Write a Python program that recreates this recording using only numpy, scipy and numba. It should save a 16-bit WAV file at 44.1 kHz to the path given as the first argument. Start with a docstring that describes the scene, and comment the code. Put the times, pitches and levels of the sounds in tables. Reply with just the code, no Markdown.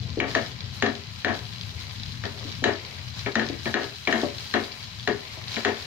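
"""Stir-fry in a wok

Onions and chilli paste fry in a non-stick wok over a rumbling gas burner in a small hard-walled kitchen.
A wooden spatula knocks the pan into ringing, thuds through the food and scrapes over the coating.
Tiny steam bubbles burst in the oil, flaring when the food is turned, and larger drops spit.
A phone close by holds the knocks down with its limiter."""
import sys
import numpy as np
from scipy import signal
from scipy.fft import rfft, irfft
from scipy.io import wavfile
from scipy.ndimage import uniform_filter1d, minimum_filter1d
from numba import njit

SR = 44100
rng = np.random.default_rng(int(sys.argv[2]) if len(sys.argv) > 2 else 0)


def dump_mix(stems):
    """Bounce the given channels to the path in sys.argv[1] as a 16-bit WAV at rate SR."""
    frames = np.atleast_2d(stems).T  # one column per channel
    limited = np.clip(frames, -1, 1)  # hard clip at full scale
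    pcm = np.round(limited * 32767).astype(np.int16)
    wavfile.write(sys.argv[1], SR, pcm)


N = 258426
T = np.arange(N) / SR

# Spatula hits. Each row: start in seconds, levels in dB of the blade's flat, its edge and the pan's ring,
# favoured pitch in Hz, ring length (1 rings free, less is choked).
KNOCK_CUES = [(0.2014, -18.5, -10.5, -19.5, 272, 1.0), (0.3502, -10, -42, -20.5, 668, 0.86),
              (0.8232, -12, -20, -21.5, 404, 1.0), (0.8616, -20, -27, -22.5, 280, 0.54),
              (1.247, -11, -23.5, -19.5, 201, 0.83), (1.282, -20, -32, -21.5, 597, 0.78),
              (2.238, -27.5, -35, -29.5, 390, 0.74), (2.6399, -7, -24, -20, 630, 1.0),
              (2.6818, -24.5, -38, -25, 280, 0.81), (3.2611, -28, -24.5, -23.5, 400, 0.5),
              (3.355, -10.5, -25, -20.5, 226, 0.92), (3.3953, -17, -48, -25, 226, 0.83),
              (3.657, -27, -27.5, -25, 226, 0.62), (3.741, -8.5, -23, -16, 350, 0.93),
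              (4.0733, -32, -16, -22, 273, 0.97), (4.1258, -7.5, -46, -15.5, 212, 0.77),
              (4.539, -14, -50, -19, 210, 0.9), (5.0747, -14.5, -35, -20.5, 404, 0.69),
              (5.566, -35, -25, -25.5, 226, 0.42), (5.6493, -10.5, -38, -18.5, 417, 0.87)]
# Hits cushioned by food. Each row: start in seconds, level in dB, favoured pitch in Hz.
THUD_CUES = [(0.172, -23.5, 333), (0.184, -28, 252), (2.451, -32.5, 234), (2.623, -26, 366),
             (3.498, -29, 326), (4.231, -22.5, 600), (5.097, -28, 406), (5.373, -41, 650)]
# The voice of the pan. Each row: pitch in Hz, level in dB, free ring time (t60) in seconds.
PAN_MODES = [(94, -12, .5), (226, -3, .35), (273, -5, .3), (345, -3.5, .28), (402, -1.5, .33),
             (432, -7, .25), (470, -8, .22), (512, -10, .22), (577, -6, .28), (656, -2, .24),
             (716, -2, .25), (781, -12, .3), (890, -12, .3), (1000, -14, .25), (1150, -13, .28),
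             (1287, -11, .33), (1490, -10, .35), (1675, -2, .27), (1720, -5, .25), (1812, -4, .24),
             (1840, -5, .21), (1881, -4, .22), (1960, -8, .18), (2158, -12, .4), (2355, -14, .25),
             (2660, -17, .25), (2835, -14, .25), (2880, -15, .25), (3290, -13, .25)]
# The wooden blade struck flat, then on its edge. Each row: pitch in Hz, level in dB, t60 in seconds.
BLADE_FLAT_MODES = [(1799, 6.5, 0.016), (3020, -36, .012), (4086, -11, 0.014)]
BLADE_EDGE_MODES = [(2268, 12, 0.0099), (2887, -13, 0.1)]
# Pushes through the food. Each row: start in seconds, length in seconds, scrape in dB, pan rub in dB.
STROKE_CUES = [(0.0, 0.2, -63, -50), (0.58, 0.21, -55.5, -51.5), (1.42, 0.84, -56, -55),
               (2.33, 0.27, -46, -45.5), (2.76, 0.31, -48, -48.5), (3.13, 0.26, -47.5, -71),
               (3.48, 0.1, -46, -62), (4.22, 0.74, -53, -51), (4.60, 0.32, -48, -59),
               (5.14, 0.75, -48.5, -54), (5.46, 0.46, -43.5, -43.5)]
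# The frying bed grows as more food meets hot metal. Each row: time in seconds, sizzle in dB, spray in dB.
SIMMER_LEVELS = [(0.0, -52.5, -71), (1.1, -52.5, -68.5), (1.6, -51, -64), (3.0, -51, -66),
                 (4.5, -49.5, -63), (5.0, -51, -66), (5.86, -51.5, -62.5)]
# Wet food turned onto hot metal. Each row: start in seconds, length in seconds, sizzle in dB, spray in dB.
FLARE_CUES = [(0.245, 0.21, -46, -62), (0.386, 0.17, -50, -66), (0.72, .11, -51, -61),
              (0.883, 0.13, -58, -68), (1.177, 0.049, -55, -63), (1.336, 0.084, -50.5, -63),
              (1.782, .10, -50.5, -62), (1.91, 0.057, -59, -62), (2.366, 0.31, -51.5, -77),
              (3.15, 0.12, -48, -62), (3.434, .09, -52, -73), (3.613, 0.17, -47, -58.5),
              (3.763, 0.17, -49.5, -63), (4.082, 0.24, -44.5, -56.5), (4.307, 0.37, -49.5, -62),
              (4.596, .12, -62, -64), (4.805, 0.082, -52, -66), (5.313, .07, -53, -60),
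              (5.459, 0.3, -43, -61), (5.75, 0.19, -49.5, -65)]
# Loud spits of oil. Each row: start in seconds, level in dB.
SPIT_CUES = [(0.606, -26.5), (0.9523, -29), (1.534, -32), (1.6115, -29), (1.821, -33), (2.0338, -29.5),
             (2.2543, -27.5), (3.4663, -33), (3.4875, -25), (4.0516, -30), (4.3837, -34), (4.9968, -31.5),
             (5.3355, -35), (5.4806, -26.5)]
# The rise and fall of the gas flame. Each row: time in seconds, level in dB.
FLAME_LEVELS = [(0.0, -34), (0.8, -40.5), (1.7, -38.5), (2.5, -37.5), (3.0, -41.5), (3.5, -39),
                (4.1, -45.5), (5.0, -41.5), (5.86, -47)]
# Tone curves for the noises. Each row: frequency in Hz, relative level in dB.
CRACK_EQ = [(200, -10), (700, -1.5), (1500, 5), (2600, 0), (4100, 1.5), (5300, -14), (6700, -9),
            (8000, -32.5), (15000, -50)]  # dry attack of the wood
CLATTER_EQ = [(120, -25), (220, 9.5), (450, 4.5), (750, 0.5), (1050, -1.5), (1500, -4), (1850, -0.5),
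              (2300, -9), (3200, -10), (4100, -15), (5200, -21.5), (6700, -27), (8500, -45), (15000, -63)]  # crowd of weaker modes of pan and stove
SCRAPE_EQ = [(250, -17), (600, 1), (1000, 6), (1400, -2.5), (2200, 8.5), (3000, 0), (4500, 0.5),
             (8000, -55)]  # midrange rasp of the blade
SIZZLE_EQ = [(300, -19.5), (900, -12.5), (1600, -6), (2400, -9), (3000, -0.5), (3650, -5), (4000, 5),
             (4350, -3.5), (5000, -2), (5600, -8), (6700, -11), (7800, -21.5), (10000, -37), (16000, -26.5)]  # bright fizz of bubbles
SPRAY_EQ = [(4000, 0.5), (7500, 4), (10000, 1), (13000, 0.5), (16000, -5.5)]  # airy top of the fine spray
SPIT_EQ = [(300, -21), (1200, -16), (2500, -5.5), (4000, 4), (5200, -3.5), (6700, -17.5), (8000, -47),
           (16000, -51)]  # snap of bursting drops
ROAR_EQ = [(13, -31), (22, -20), (32, -25), (64, -12.5), (93, -0.5), (108, -0.5), (122, -1.5), (146, -9.5),
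           (208, -15), (237, -16.5), (295, -28), (350, -30.5), (400, -40), (520, -34.5), (880, -120)]  # low rumble of the flame


def knocks():
    """The blade cracks and clacks briefly; the pan and its support take up the blow and ring on."""
    t = T[:SR // 2]
    wood, ring = np.zeros(N), np.zeros((2, N))
    for start, flat_db, edge_db, ring_db, focus_hz, length in KNOCK_CUES:
        flat, edge = undb(flat_db), undb(edge_db)
        blade = flat * clack(t, BLADE_FLAT_MODES) + edge * clack(t, BLADE_EDGE_MODES)
        crack = colour(rng.standard_normal(len(t)), CRACK_EQ)[0] * fade(t, 0.03)
        add(wood, start, blade + undb(-4.5) * np.hypot(flat, edge) * crack)
        centre, sides = rng.standard_normal(len(t)), rng.standard_normal((2, len(t)))
        clatter = colour(centre + 1.02 * sides, CLATTER_EQ) * fade(t, 0.3)
        modes = pan_ring(t, focus_hz, focus_db=6.5, scatter_db=1.5, width=1.23)
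        body = undb(-3.5) * modes + undb(-1.0) * clatter
        # a blade that stays pressed on the pan chokes it
        damping = fade(t * max(1 / length - 1, 0), 0.37)
        attack = 1 - np.exp(-t / 0.0095)
        add(ring, start, undb(ring_db) * body * damping * attack)
    return (kitchen(wood, wet_db=-6.5, t60=0.31, left_db=7.0)
            + kitchen(ring, wet_db=-44, t60=0.61, left_db=7.5))


def clack(t, modes):
    """The wooden blade's modes speak fast and die quickly."""
    attack = 1 - np.exp(-t / 0.00077)
    return attack * sum(undb(db) * np.sin(2 * np.pi * hz * t) * fade(t, t60) for hz, db, t60 in modes)


def pan_ring(t, focus_hz, focus_db, scatter_db, width):
    """The pan's modes after a blow; the place of contact favours those near one pitch."""
    hz, db, t60 = np.transpose(PAN_MODES)[:, :, None]
    favour_db = focus_db * np.exp(-(np.log(hz / focus_hz) / 0.077) ** 2)
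    envelopes = undb(db + favour_db + scatter_db * rng.standard_normal(hz.shape)) * fade(t, t60)
    phase = 2 * np.pi * hz * t + rng.uniform(0, 2 * np.pi, hz.shape)
    # high modes reach the two microphones out of step
    skew = width * np.sqrt(hz / hz.max()) * rng.standard_normal(hz.shape)
    return np.array([np.sum(envelopes * np.sin(phase + side * skew), axis=0) for side in (-1, 1)])


def thuds():
    """Food between blade and pan lengthens the push, so only low modes answer."""
    t = T[:SR // 2]
    track = np.zeros((2, N))
    for start, db, focus_hz in THUD_CUES:
        bump = np.sin(2 * np.pi * focus_hz * t) * fade(t, 0.029)
        rattle = colour(rng.standard_normal(len(t)), CLATTER_EQ) * fade(t, 0.1)
        ring = pan_ring(t, focus_hz, focus_db=15, scatter_db=4.0, width=0.56) * fade(t, 0.68)
        blow = undb(2.0) * bump + undb(0.5) * rattle + undb(-12) * ring
        cushion = signal.butter(4, 1.52 * focus_hz, fs=SR, output="sos")
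        add(track, start, undb(db) * signal.sosfilt(cushion, blow))
    return kitchen(track, wet_db=-1.5, t60=0.3, left_db=7.0)


def sizzle():
    """Steam bubbles burst all over the oil: a dense fizz, sparser crackle and a fine spray."""
    fry_gain, spray_gain = frying()
    bubbles = colour(fizz(per_s=4000, spread_db=1.5, cap_db=9.0, t60=0.007), SIZZLE_EQ)
    crackle = colour(fizz(per_s=90, spread_db=3.5, cap_db=9, t60=0.009), SPIT_EQ)
    spray = colour(fizz(per_s=5900, spread_db=3.5, cap_db=8, t60=0.0054), SPRAY_EQ)
    oil = fry_gain * (undb(6) * bubbles + undb(3.5) * crackle) + undb(4.5) * spray_gain * spray
    return kitchen(oil, wet_db=-6.5, t60=0.14, left_db=4.0)


def frying(fry_flutter_db=0.26, spray_flutter_db=-1.9):
    """Gains of sizzle and spray: an uneven simmer that flares when food is turned."""
    fry_bed, spray_bed = gains(SIMMER_LEVELS)
    flutter = wander(rate_hz=14)
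    fry_flares = [(start, length, db) for start, length, db, _ in FLARE_CUES]
    spray_flares = [(start, length, db) for start, length, _, db in FLARE_CUES]
    return (swells(fry_bed * undb(fry_flutter_db * flutter), fry_flares),
            swells(spray_bed * undb(spray_flutter_db * flutter), spray_flares))


def spits():
    """Larger drops of water burst with a single snap."""
    t = T[:SR // 25]
    track = np.zeros((2, N))
    for start, db in SPIT_CUES:
        snap = colour(rng.standard_normal((2, len(t))), SPIT_EQ) * fade(t, 0.014)
        add(track, start, undb(db + 3.5) * snap)
    return kitchen(track, wet_db=-9.0, t60=0.5, left_db=4.0)


def scraping():
    """The blade sticks and slips over the coating, rasping and rubbing the pan into a low hum."""
    scrape_gain, rub_gain = stirring()
    rasp = colour(fizz(per_s=1200, spread_db=6.0, cap_db=21.0, t60=0.006), SCRAPE_EQ)
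    t = T[:SR // 2]
    # the pressed blade shortens the ring
    modes = pan_ring(t, focus_hz=417, focus_db=3.5, scatter_db=1.5, width=0.18) * fade(t, 0.22)
    hum = convolve(pops(per_s=710, spread_db=4, cap_db=8.5), modes)
    hum = unit(signal.sosfilt(signal.butter(3, 800, fs=SR, output="sos"), hum))
    return (kitchen(undb(-2.0) * scrape_gain * rasp, wet_db=0.5, t60=0.56, left_db=10)
            + kitchen(undb(-5.0) * rub_gain * hum, wet_db=-20, t60=0.35, left_db=10))


def stirring(rest_scrape_db=-52.5, rest_rub_db=-65, skid_s=0.23):
    """Gains of scrape and rub: a barely touching blade, its strokes and a skid after every knock."""
    skids = [(start, skid_s, ring_db - 33.5, ring_db - 23.5) for start, _, _, ring_db, _, _ in KNOCK_CUES]
    moves = STROKE_CUES + skids
    scrape = swells(undb(rest_scrape_db), [(start, length, db) for start, length, db, _ in moves])
    rub = swells(undb(rest_rub_db), [(start, length, db) for start, length, _, db in moves])
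    return scrape, rub


def burner(flicker_db=2.5):
    """The gas flame flickers and rumbles under the pan, nearly one signal, louder on the left."""
    roar = colour(rng.standard_normal(N) + 0.12 * rng.standard_normal((2, N)), ROAR_EQ)
    flicker = undb(flicker_db * wander(rate_hz=8))
    return gains(FLAME_LEVELS)[0] * flicker * roar * undb([[3], [-6.5]])


def kitchen(x, wet_db, t60, left_db, mic_lag_s=0.0001):
    """Direct sound reaches the right microphone first; wall reflections differ at the two."""
    t = T[:SR // 2]
    walls = rng.standard_normal((2, len(t))) * fade(t, t60) * (1 - np.exp(-(t / 0.0006) ** 2))
    walls /= np.sqrt(np.sum(walls ** 2, axis=1, keepdims=True))
    x = np.broadcast_to(x, (2, N))
    late_left = np.interp(T - round(mic_lag_s * SR) / SR, T, x[0])
    direct = np.array([late_left, x[1]])
    balance = undb(np.array([[left_db], [-left_db]]) / 2)
    return (direct + undb(wet_db) * convolve(x, walls)) * balance


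def fizz(per_s, spread_db, cap_db, t60):
    """Tiny bursts of noise that both microphones hear at the same moments, each by its own paths."""
    energy = convolve(pops(per_s, spread_db, cap_db) ** 2, fade(T[:SR // 20], t60) ** 2)
    return np.sqrt(np.abs(energy)) * rng.standard_normal((2, N))


def pops(per_s, spread_db, cap_db):
    """Random tiny impulses, most faint and a few strong."""
    size = undb(np.minimum(spread_db * rng.exponential(size=N), cap_db))
    return (rng.random(N) < per_s / SR) * size * rng.choice([-1, 1], N)


def wander(rate_hz):
    """A slow drift that glides from one random value to the next."""
    steps = rng.standard_normal(512)
    return 0.88 * np.interp(T * rate_hz, np.arange(len(steps)), steps)


def swell(start, length, rise_share=0.28):
    """Envelope that rises to 1 and dies away again."""
    return np.sin(np.pi * np.interp((T - start) / length, [0, rise_share, 1], [0, .5, 1]))


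def swells(rest, events):
    """A resting gain with (start, length, dB) swells on top, added by power."""
    return np.sqrt(rest ** 2 + sum((undb(db) * swell(start, length)) ** 2 for start, length, db in events))


def gains(table):
    """One fader curve for each dB column."""
    times, *columns = np.transpose(table)
    return [undb(np.interp(T, times, db)) for db in columns]


def colour(x, eq, size=8192):
    """Minimum-phase EQ through (Hz, dB) points; the result has rms 1."""
    hz, db = np.transpose(eq)
    bin_hz = np.arange(size // 2 + 1) * SR / size
    curve = undb(np.interp(np.log(bin_hz + 1), np.log(hz), db))
    cepstrum = irfft(np.log(curve))
    # folding the cepstrum keeps the filter from ringing ahead of an attack
    cepstrum[1:size // 2] *= 2
    cepstrum[size // 2 + 1:] = 0
    return unit(convolve(x, irfft(np.exp(rfft(cepstrum)))))


def convolve(x, response):
    """Pass sound through a response, keeping its length."""
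    return signal.fftconvolve(np.atleast_2d(x), np.atleast_2d(response), axes=-1)[:, :x.shape[-1]]


def add(track, start, sound):
    """Mix a sound in at a time in seconds."""
    i = max(int(start * SR), 0)
    track[..., i:i + sound.shape[-1]] += sound[..., :N - i]


def fade(t, t60):
    """Ring-down that loses 60 dB in t60 seconds."""
    return np.exp(-np.log(1000) * t / t60)


def undb(db):
    """Decibels to gain."""
    return 10 ** (np.asarray(db) / 20)


def unit(x):
    """Scale to rms 1."""
    return x / np.sqrt(np.mean(x ** 2))


@njit
def follow(x, release):
    """Peak follower: instant rise, slow fall."""
    envelope, peak = np.empty(len(x)), 0.
    for i in range(len(x)):
        peak = max(x[i], peak * release)
        envelope[i] = peak
    return envelope


def limit(x, ceiling_db, release_s, window=64):
    """Look-ahead limiter that ducks both channels together."""
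    peak = follow(np.abs(x).max(axis=0), np.exp(-1 / (release_s * SR)))
    gain = np.minimum(1, undb(ceiling_db) / (peak + 1e-9))
    return x * uniform_filter1d(minimum_filter1d(gain, window), window)


def scene():
    """The stereo mix of spatula, pan, oil and flame."""
    return knocks() + thuds() + sizzle() + spits() + scraping() + burner()


def record(dry):
    """The phone limits the knocks and cuts the highest treble."""
    held = limit(dry, ceiling_db=-6.5, release_s=0.1)
    high_cut = signal.ellip(10, .2, 80, 15700, fs=SR, output="sos")
    return signal.sosfilt(high_cut, held)


dry = scene()
out = record(dry)
dump_mix(out)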